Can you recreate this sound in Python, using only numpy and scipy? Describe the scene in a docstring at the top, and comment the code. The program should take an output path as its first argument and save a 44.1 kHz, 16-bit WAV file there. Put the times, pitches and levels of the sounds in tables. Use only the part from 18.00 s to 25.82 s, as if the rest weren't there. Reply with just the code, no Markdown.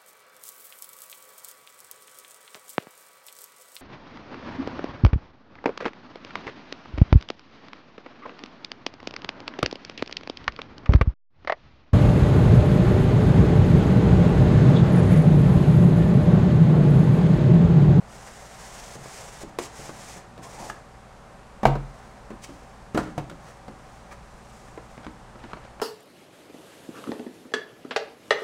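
"""Unsleeving a heavy box.

In a small room, a heavy inner box rubs out of its cardboard sleeve in three pulls and is set down
on a wooden table, which booms. The empty sleeve is dropped beside it and pushed away; hands then
shift and tap the box. Slipping fibres hiss; blows ring the hollow, panels and paper surface.
An aquarium pump hums under the room's steady wash."""
import sys
import numpy as np
from scipy import signal
from scipy.io import wavfile

SR = 44100
rng = np.random.default_rng(int(sys.argv[2]) if len(sys.argv) > 2 else 0)


def to_wav(sig):
    """Store sig (one row per channel, or 1-D mono) as 16-bit WAV at the path in sys.argv[1].

    Samples outside -1..1 are clipped; the rate is SR.
    """
    pcm = np.clip(np.atleast_2d(sig), -1, 1) * 32767
    pcm = np.round(pcm).astype(np.int16)
    wavfile.write(sys.argv[1], SR, pcm.T)  # frames by channels


N = 344685


def amp(db):
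    """Decibels to gain."""
    return 10 ** (np.asarray(db) / 20)


def unit(x):
    """Scale to rms 1."""
    return x / np.sqrt(np.mean(x ** 2) + 1e-20)


def unit_attack(x):
    """Scale to rms 1 over the first 15 ms."""
    return x / np.sqrt(np.mean(x[:660] ** 2) + 1e-20)


def log_interp(points, hz):
    """Interpolate on a log-frequency axis."""
    knots_hz, values = np.transpose(points)
    return np.interp(np.log(hz + 1), np.log(knots_hz + 1), values)


def add(mix, start_s, sound):
    """Mix a sound in at start_s."""
    part = mix[max(round(start_s * SR), 0):][:len(sound)]
    part += sound[:len(part)]


def colour(x, spectrum, size=4096):
    """Minimum-phase filter with the given spectrum."""
    bins_hz = abs(np.fft.fftfreq(size, 1 / SR))
    log_gain = np.log(amp(log_interp(spectrum, bins_hz)))
    response = np.exp(np.conj(signal.hilbert(log_gain)))
    impulse = np.fft.ifft(response).real[:size // 2]
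    return signal.fftconvolve(x, impulse)[:len(x)]


def decay(t, t60_s):
    """Gain falling 60 dB in t60_s."""
    return np.exp(-np.log(1000) * t / t60_s)


def drift(count, hz):
    """Random curve of rms 1, hz knots a second."""
    knots = rng.standard_normal(int(N / SR * hz) + 3)
    return unit(np.interp(np.arange(count) / SR * hz, np.arange(len(knots)), knots))


def swell(peak_s, rise_s, fall_s, depth_db=16.5):
    """Start time and gain of a stroke: up depth_db over rise_s, down as much over fall_s."""
    t = np.arange(-1.5 * rise_s, 1.5 * fall_s, 1 / SR)
    return peak_s + t[0], amp(-depth_db * np.maximum(-t / rise_s, t / fall_s))


def mode(t, hz, t60_s, rise_s):
    """Damped resonance with a gradual onset."""
    return np.sin(2 * np.pi * hz * t) * decay(t, t60_s) * (1 - np.exp(-t / rise_s))


def dense_modes(t, t60_s, spectrum, contact):
    """Contact pulse, then many close modes decaying together."""
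    ring = unit(rng.standard_normal(len(t))) * decay(t, t60_s)
    ring[0] += contact * np.linalg.norm(ring)
    return unit_attack(colour(ring, spectrum))


# Room noise spectrum (frequency [Hz], relative level [dB])
WASH_SPECTRUM = [(15, 4.5), (38, 15), (80, 0), (130, 7.5), (215, 8), (290, -1), (420, 1.5), (780, 3.5),
                 (1100, 1.5), (2000, -7.5), (3200, -15), (8500, -20), (11000, -28), (15500, -42)]

def room_wash(level_db=-48):
    """Steady, mostly low room noise."""
    return amp(level_db) * unit(colour(rng.standard_normal(N), WASH_SPECTRUM, size=16384))


# Pump partials (frequency [Hz], rms level [dB])
PUMP_PARTIALS = [(59.2, -56.5), (118.4, -58), (565.2, -62.5), (769.8, -60.5)]

def pump_hum(waver_db=1.0, waver_rad=0.58):
    """The aquarium pump hums; each partial wavers in level and phase."""
    out, t = np.zeros(N), np.arange(N) / SR
    for hz, db in PUMP_PARTIALS:
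        gain = np.sqrt(2) * amp(db + waver_db * drift(N, hz=7))
        out += gain * np.sin(2 * np.pi * hz * t + waver_rad * drift(N, hz=3.14))
    return out


# Rubbed panel spectrum (frequency [Hz], relative level [dB])
MURMUR_SPECTRUM = [(20, -19), (42, 6.5), (90, -7), (170, -6), (300, -12.5), (450, 1), (750, 5.5),
                   (1100, 0.5), (1800, 1), (2800, -12.5), (5000, -44), (12000, -78)]

def rub(hiss_gain, murmur_gain, surface, slips_per_s, uneven_db, spread_db=2.0):
    """Paper fibres catch and slip; the same slips hiss at the surface and shake the panels."""
    count = len(hiss_gain)
    sizes = amp(spread_db * np.minimum(rng.exponential(1, count), 5))
    slips = sizes * rng.choice([-1, 1], count) * (rng.random(count) < slips_per_s / SR)
    slips *= amp(uneven_db * drift(count, hz=70.03))
    return hiss_gain * unit(colour(slips, surface)) + murmur_gain * unit(colour(slips, MURMUR_SPECTRUM))


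# Sliding card spectrum (frequency [Hz], relative level [dB])
SLIDE_SPECTRUM = [(900, -16), (2200, 2), (3000, -3.5), (4200, -5), (5500, -0.5), (7100, 0), (9000, -4),
                  (11000, -13), (12300, -15.5), (15500, -20.5)]
# Friction curves, one per pull (time [s], level [dB])
PULLS = [
    [(0.0, -71), (0.132, -53), (0.58, -52.5), (0.61, -49.5), (0.952, -48.5), (0.964, -54.5), (1.152, -46),
     (1.378, -51.5), (1.432, -47), (1.454, -78), (1.5, -57)],
    [(1.587, -33.5), (1.603, -50), (1.637, -40.5), (1.707, -61), (1.761, -48.5), (1.895, -47.5),
     (1.913, -55.5), (1.973, -49.5), (2.111, -47), (2.177, -50), (2.28, -89)],
    [(2.418, -68), (2.434, -50), (2.446, -48), (2.488, -57), (2.496, -51.5), (2.586, -52.5), (2.598, -48),
     (2.694, -48), (2.702, -44), (2.716, -57), (2.8, -67)],
]

def sleeve_slide(hiss_offset_db=1.0, nominal_pull_db=-50.5, nominal_murmur_db=-48, murmur_slope=0.54):
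    """The box slides out of the sleeve; one friction level drives hiss and murmur."""
    out = np.zeros(N)
    for pull in PULLS:
        times_s, levels_db = np.transpose(pull)
        friction_db = np.interp(np.arange(times_s[0], times_s[-1], 1 / SR), times_s, levels_db)
        hiss = amp(friction_db + hiss_offset_db)
        murmur = amp(nominal_murmur_db + murmur_slope * (friction_db - nominal_pull_db))
        add(out, times_s[0], rub(hiss, murmur, SLIDE_SPECTRUM, slips_per_s=12000, uneven_db=1.22))
    return out


# Struck box spectra: hollow, panel, paper surface (frequency [Hz], relative level [dB])
HOLLOW_SPECTRUM = [(25, -15), (55, -7), (95, -2), (140, 0.5), (340, 6), (480, -11.5), (800, -27),
                   (3000, -60)]
PANEL_SPECTRUM = [(150, -15.5), (380, -3.5), (650, 1), (1050, 0), (1400, -5), (1900, -11), (2600, -19),
                  (8000, -75)]
TICK_SPECTRUM = [(500, -59), (1500, 4), (2200, 11), (3200, 8.5), (4500, 5.5), (7500, -0.5), (10000, -6.5),
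                 (15500, -14)]

def blow(db, hardness, thump_hz, knock_hz, tick_db, surface=TICK_SPECTRUM, ring_scale=1.0):
    """A blow rings hollow, panel and surface; a harder one favours the panel and dies sooner."""
    t = np.arange(SR // 3) / SR
    soft_s, hard_s = 0.12, 0.027
    base_t60_s = ring_scale * soft_s * (hard_s / soft_s) ** hardness
    thump = unit_attack(mode(t, thump_hz, 2.03 * base_t60_s, rise_s=0.00026))
    hollow = thump + 0.84 * dense_modes(t, 3.0 * base_t60_s, HOLLOW_SPECTRUM, contact=0.28)
    upper_bend = mode(t, knock_hz, 0.7 * base_t60_s, rise_s=0.0011)
    lower_bend = amp(-1) * mode(t, 0.71 * knock_hz, 0.65 * base_t60_s, rise_s=0.0011)
    panel = unit_attack(upper_bend - lower_bend)
    panel += 0.71 * dense_modes(t, 1.32 * base_t60_s, PANEL_SPECTRUM, contact=0.18)
    tick = dense_modes(t, 1.06 * base_t60_s, surface, contact=0.28)
    panel_gain = amp(31.5 * (hardness - 0.44))  # equals the hollow at hardness 0.44
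    body = (unit_attack(hollow) + panel_gain * unit_attack(panel)) / np.hypot(1, panel_gain)
    return amp(db) * (body + amp(tick_db) * tick)


# Soft blows (time [s], level [dB], hollow thump [Hz])
BUMPS = [(.954, -42, 185), (1.434, -37.5, 310), (1.791, -41.5, 137), (2.161, -42, 179), (2.388, -42, 178),
         (4.304, -36, 217), (4.491, -41.5, 271), (5.073, -37.5, 180), (5.313, -39.5, 169)]

def sleeve_bumps():
    """The sleeve rocks on its soft side."""
    out = np.zeros(N)
    for time_s, db, thump_hz in BUMPS:
        add(out, time_s, blow(db, hardness=0.32, thump_hz=thump_hz, knock_hz=584, tick_db=-21))
    return out


# Weight landing on the table (time [s], gain [dB])
TABLE_LOADS = [(.956, -40), (1.79, -44.5), (3.6551, -16), (3.756, -43), (5.184, -39)]
# Tabletop modes (frequency [Hz], relative level [dB], t60 [s], rise [s])
TABLE_MODES = [(40, -4, 0.68, 0.011), (52.3, -7, 0.25, 0.0029), (138, 8, 0.36, 0.042),
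               (150, -10, 0.35, 0.04), (218.5, -11.5, 0.3, 0.014), (333, -12, 0.29, 0.0089),
               (484, -12, 0.35, 0.007), (585, -16, 0.36, .008), (683, -7.5, 0.18, .004),
               (883, -18, 0.18, 0.0049), (1080, -17, 0.21, .006)]

def table_boom():
    """The tabletop booms under a box's weight."""
    out, t = np.zeros(N), np.arange(SR) / SR
    ring = sum(amp(db) * mode(t, hz, t60_s, rise_s) for hz, db, t60_s, rise_s in TABLE_MODES)
    for time_s, db in TABLE_LOADS:
        add(out, time_s, amp(db) * ring)
    return out


# Blows (time [s], level [dB], hardness [0-1], hollow thump [Hz], panel knock [Hz], tick [dB re level])
KNOCKS = [(1.057, -42.5, .75, 142, 600, -16), (1.5873, -25, .7, 366, 458, -14),
          (1.892, -37, 0.55, 145, 580, -17), (2.378, -45, .75, 298, 664, -11),
          (2.699, -33, 0.94, 200, 1680, -13.5), (3.6319, -22.5, 0.47, 224, 795, -23),
          (3.6537, -10.5, 0.9, 138, 927, -22.5), (3.6676, -27, 0.34, 313, 510, -13),
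          (3.754, -29, 0.53, 216, 596, -24), (4.9464, -22, 0.25, 221, 600, -21.5),
          (4.9753, -21.5, 0.71, 323, 717, -15.5), (4.9875, -26.5, 0.44, 276, 1300, -27),
          (5.1787, -25, 0.43, 151, 715, -18.5), (5.298, -43.5, 0.7, 180, 1390, -7),
          (5.681, -37.5, 0.48, 214, 750, -20), (6.776, -36, 0.86, 340, 455, -25)]

def box_knocks():
    """An edge, a corner or the heel of a hand strikes."""
    out = np.zeros(N)
    for time_s, db, hardness, thump_hz, knock_hz, tick_db in KNOCKS:
        add(out, time_s, blow(db, hardness, thump_hz, knock_hz, tick_db))
    return out


def rubbed_resonance(hz, width_hz):
    """Friction noise drives a resonance that follows the curve hz."""
    pole = np.exp(-np.pi * width_hz / SR)
    friction = rng.standard_normal(len(hz)) + 1j * rng.standard_normal(len(hz))
    baseband = signal.lfilter([1], np.poly([pole, pole]), friction)
    carrier = np.exp(2j * np.pi * np.cumsum(hz) / SR)
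    return unit((baseband * carrier).real)


# Lip catching on the box edge (peak [s], rise [s], fall [s], level [dB])
LIP_CATCHES = [(2.455, 0.031, 0.054, -45), (2.555, 0.052, 0.043, -47), (2.62, 0.066, 0.13, -38.5)]

def sleeve_lip(first_peak_hz=1007, sag_hz_per_s=1400, judder_hz=222.0, judder_db=-4.5):
    """Friction shakes the sleeve and sings in a panel resonance that sinks as the box comes free."""
    out = np.zeros(N)
    first_peak_s = LIP_CATCHES[0][0]
    for peak_s, rise_s, fall_s, db in LIP_CATCHES:
        start_s, gain = swell(peak_s, rise_s, fall_s)
        elapsed_s = start_s - first_peak_s + np.arange(len(gain)) / SR
        squeak = rubbed_resonance(first_peak_hz - sag_hz_per_s * elapsed_s, width_hz=350)
        judder = amp(judder_db) * rubbed_resonance(np.full(len(gain), judder_hz), width_hz=520)
        add(out, start_s, amp(db) * gain * (squeak + judder))
    return out


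# Scuffed card spectrum (frequency [Hz], relative level [dB])
SCUFF_SPECTRUM = [(900, -1), (2200, 12), (3600, 5), (6000, 9.5), (9500, 2), (11500, -7), (15500, -8)]
# Strokes (peak [s], rise [s], fall [s], hiss [dB], panel murmur [dB])
SCUFFS = [(4.04, 0.31, 0.36, -60.5, -50), (4.445, .018, 0.011, -36, -62), (4.47, .07, 0.4, -57, -55),
          (4.981, 0.028, 0.1, -45, -33.5), (5.48, 0.11, 0.1, -54.5, -46.5), (5.95, .35, 0.24, -61, -66),
          (6.13, 0.03, 0.02, -51.5, -44), (6.92, .15, 0.099, -61, -77)]

def box_scuffs():
    """The boxes rub each other and the table in short strokes."""
    out = np.zeros(N)
    for peak_s, rise_s, fall_s, hiss_db, murmur_db in SCUFFS:
        start_s, gain = swell(peak_s, rise_s, fall_s)
        hiss, murmur = gain * amp(hiss_db), gain * amp(murmur_db)
        add(out, start_s, rub(hiss, murmur, SCUFF_SPECTRUM, slips_per_s=8500, uneven_db=2.0))
    return out


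def box_turn(hiss_db=-59.5, murmur_re_hiss_db=-14):
    """The box turns on smooth varnish: a fine hiss that hardly shakes the panels."""
    out = np.zeros(N)
    start_s, gain = swell(peak_s=6.55, rise_s=0.49, fall_s=0.61)
    glide = rub(gain, gain * amp(murmur_re_hiss_db), SLIDE_SPECTRUM, slips_per_s=12000, uneven_db=1.6)
    add(out, start_s, amp(hiss_db) * glide)
    return out


# Flap modes (frequency [Hz], relative level [dB], t60 [s])
FLAP_MODES = [(1150, 2, 0.012), (1780, 4, 0.009), (2320, 0.5, 0.018)]

def flap_creak(start_s=6.107, length_s=0.036, level_db=-47, median_slips_per_s=370):
    """Uneven slips in the fold ring the flap."""
    out, t = np.zeros(N), np.arange(0, length_s, 1 / SR)
    slips_per_s = median_slips_per_s * np.exp(0.9 * drift(len(t), hz=405.4))
    slips = np.diff(np.floor(np.cumsum(slips_per_s) / SR), prepend=0)
    ring = sum(amp(db) * mode(t, hz, t60_s, rise_s=0.00023) for hz, db, t60_s in FLAP_MODES)
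    creak = unit(signal.fftconvolve(slips, ring)[:len(t)])
    arch = np.sin(np.pi * t / length_s)
    add(out, start_s, amp(level_db) * arch * creak)
    return out


# Finger-on-card spectrum (frequency [Hz], relative level [dB])
FINGER_SPECTRUM = [(500, -22), (1200, 0), (1900, 2), (2600, -2), (4000, -12), (8000, -25), (15500, -48)]
# Taps (time [s], level [dB], hardness [0-1], panel knock [Hz])
TAPS = [(6.683, -49, 0.6, 1700), (6.978, -42, .35, 750), (7.066, -37, 0.32, 1270), (7.356, -48, 0.34, 1300),
        (7.439, -39.5, 0.26, 920), (7.5326, -34.5, 0.52, 1140), (7.57, -45.5, .65, 616),
        (7.799, -40.5, 0.84, 860)]

def finger_taps(thump_hz=244):
    """Fingers tap the lid and damp its ring."""
    out = np.zeros(N)
    for time_s, db, hardness, knock_hz in TAPS:
        tap = blow(db, hardness, thump_hz, knock_hz, tick_db=-10, surface=FINGER_SPECTRUM, ring_scale=0.39)
        add(out, time_s, tap)
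    return out


# Finger strokes (peak [s], rise [s], fall [s], hiss [dB])
DRAGS = [(7.05, .07, 0.037, -47.5), (7.45, 0.22, 0.14, -51), (7.515, .04, 0.072, -50.5),
         (7.644, .03, 0.14, -51)]

def finger_drags(murmur_re_hiss_db=2.5):
    """Fingers drag over the lid in sparser, coarser slips."""
    out = np.zeros(N)
    for peak_s, rise_s, fall_s, hiss_db in DRAGS:
        start_s, gain = swell(peak_s, rise_s, fall_s)
        murmur = gain * amp(murmur_re_hiss_db)
        drag = rub(gain, murmur, FINGER_SPECTRUM, slips_per_s=2500, uneven_db=3.0, spread_db=3.5)
        add(out, start_s, amp(hiss_db) * drag)
    return out


# Room decay (frequency [Hz], t60 [s])
ROOM_T60 = [(100, 0.82), (400, 0.25), (1200, 0.39), (4000, 0.41), (12000, 0.21)]

def reverb(x, predelay_s=0.0049, echoes_per_s=3000, tails=3, crossfade_hz=1.0):
    """Sparse reflections decay band by band; crossfaded tails vary the paths."""
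    out = np.zeros(N)
    for k in range(tails):
        echoes = rng.choice([-1., 1.], SR) * (rng.random(SR) < echoes_per_s / SR)
        echoes *= np.arange(SR) > predelay_s * SR
        hz, t, bands = signal.stft(echoes, SR, nperseg=256)
        tail = signal.istft(bands * decay(t, log_interp(ROOM_T60, hz)[:, None]), SR)[1]
        phase = 2 * np.pi * crossfade_hz * np.arange(N) / SR + np.pi * k / tails
        share = np.sqrt(2 / tails) * np.cos(phase)
        out += signal.fftconvolve(x * share, tail / np.linalg.norm(tail))[:N]
    return out


def scene(reverb_db=-10):
    """Mono mix: cardboard with its reflections, table and background."""
    background = room_wash() + pump_hum()
    cardboard = sleeve_slide() + sleeve_bumps() + box_knocks() + sleeve_lip() + box_scuffs()
    cardboard += box_turn() + flap_creak() + finger_taps() + finger_drags()
    return (background + cardboard + amp(reverb_db) * reverb(cardboard) + table_boom())[None]


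def record(dry, cutoff_hz=15850):
    """Steep low-pass on the top treble."""
    lowpass = signal.firwin(511, cutoff_hz, window=("kaiser", 9), fs=SR)
    return signal.oaconvolve(dry, lowpass[None], "same")


dry = scene()
out = record(dry)
to_wav(out)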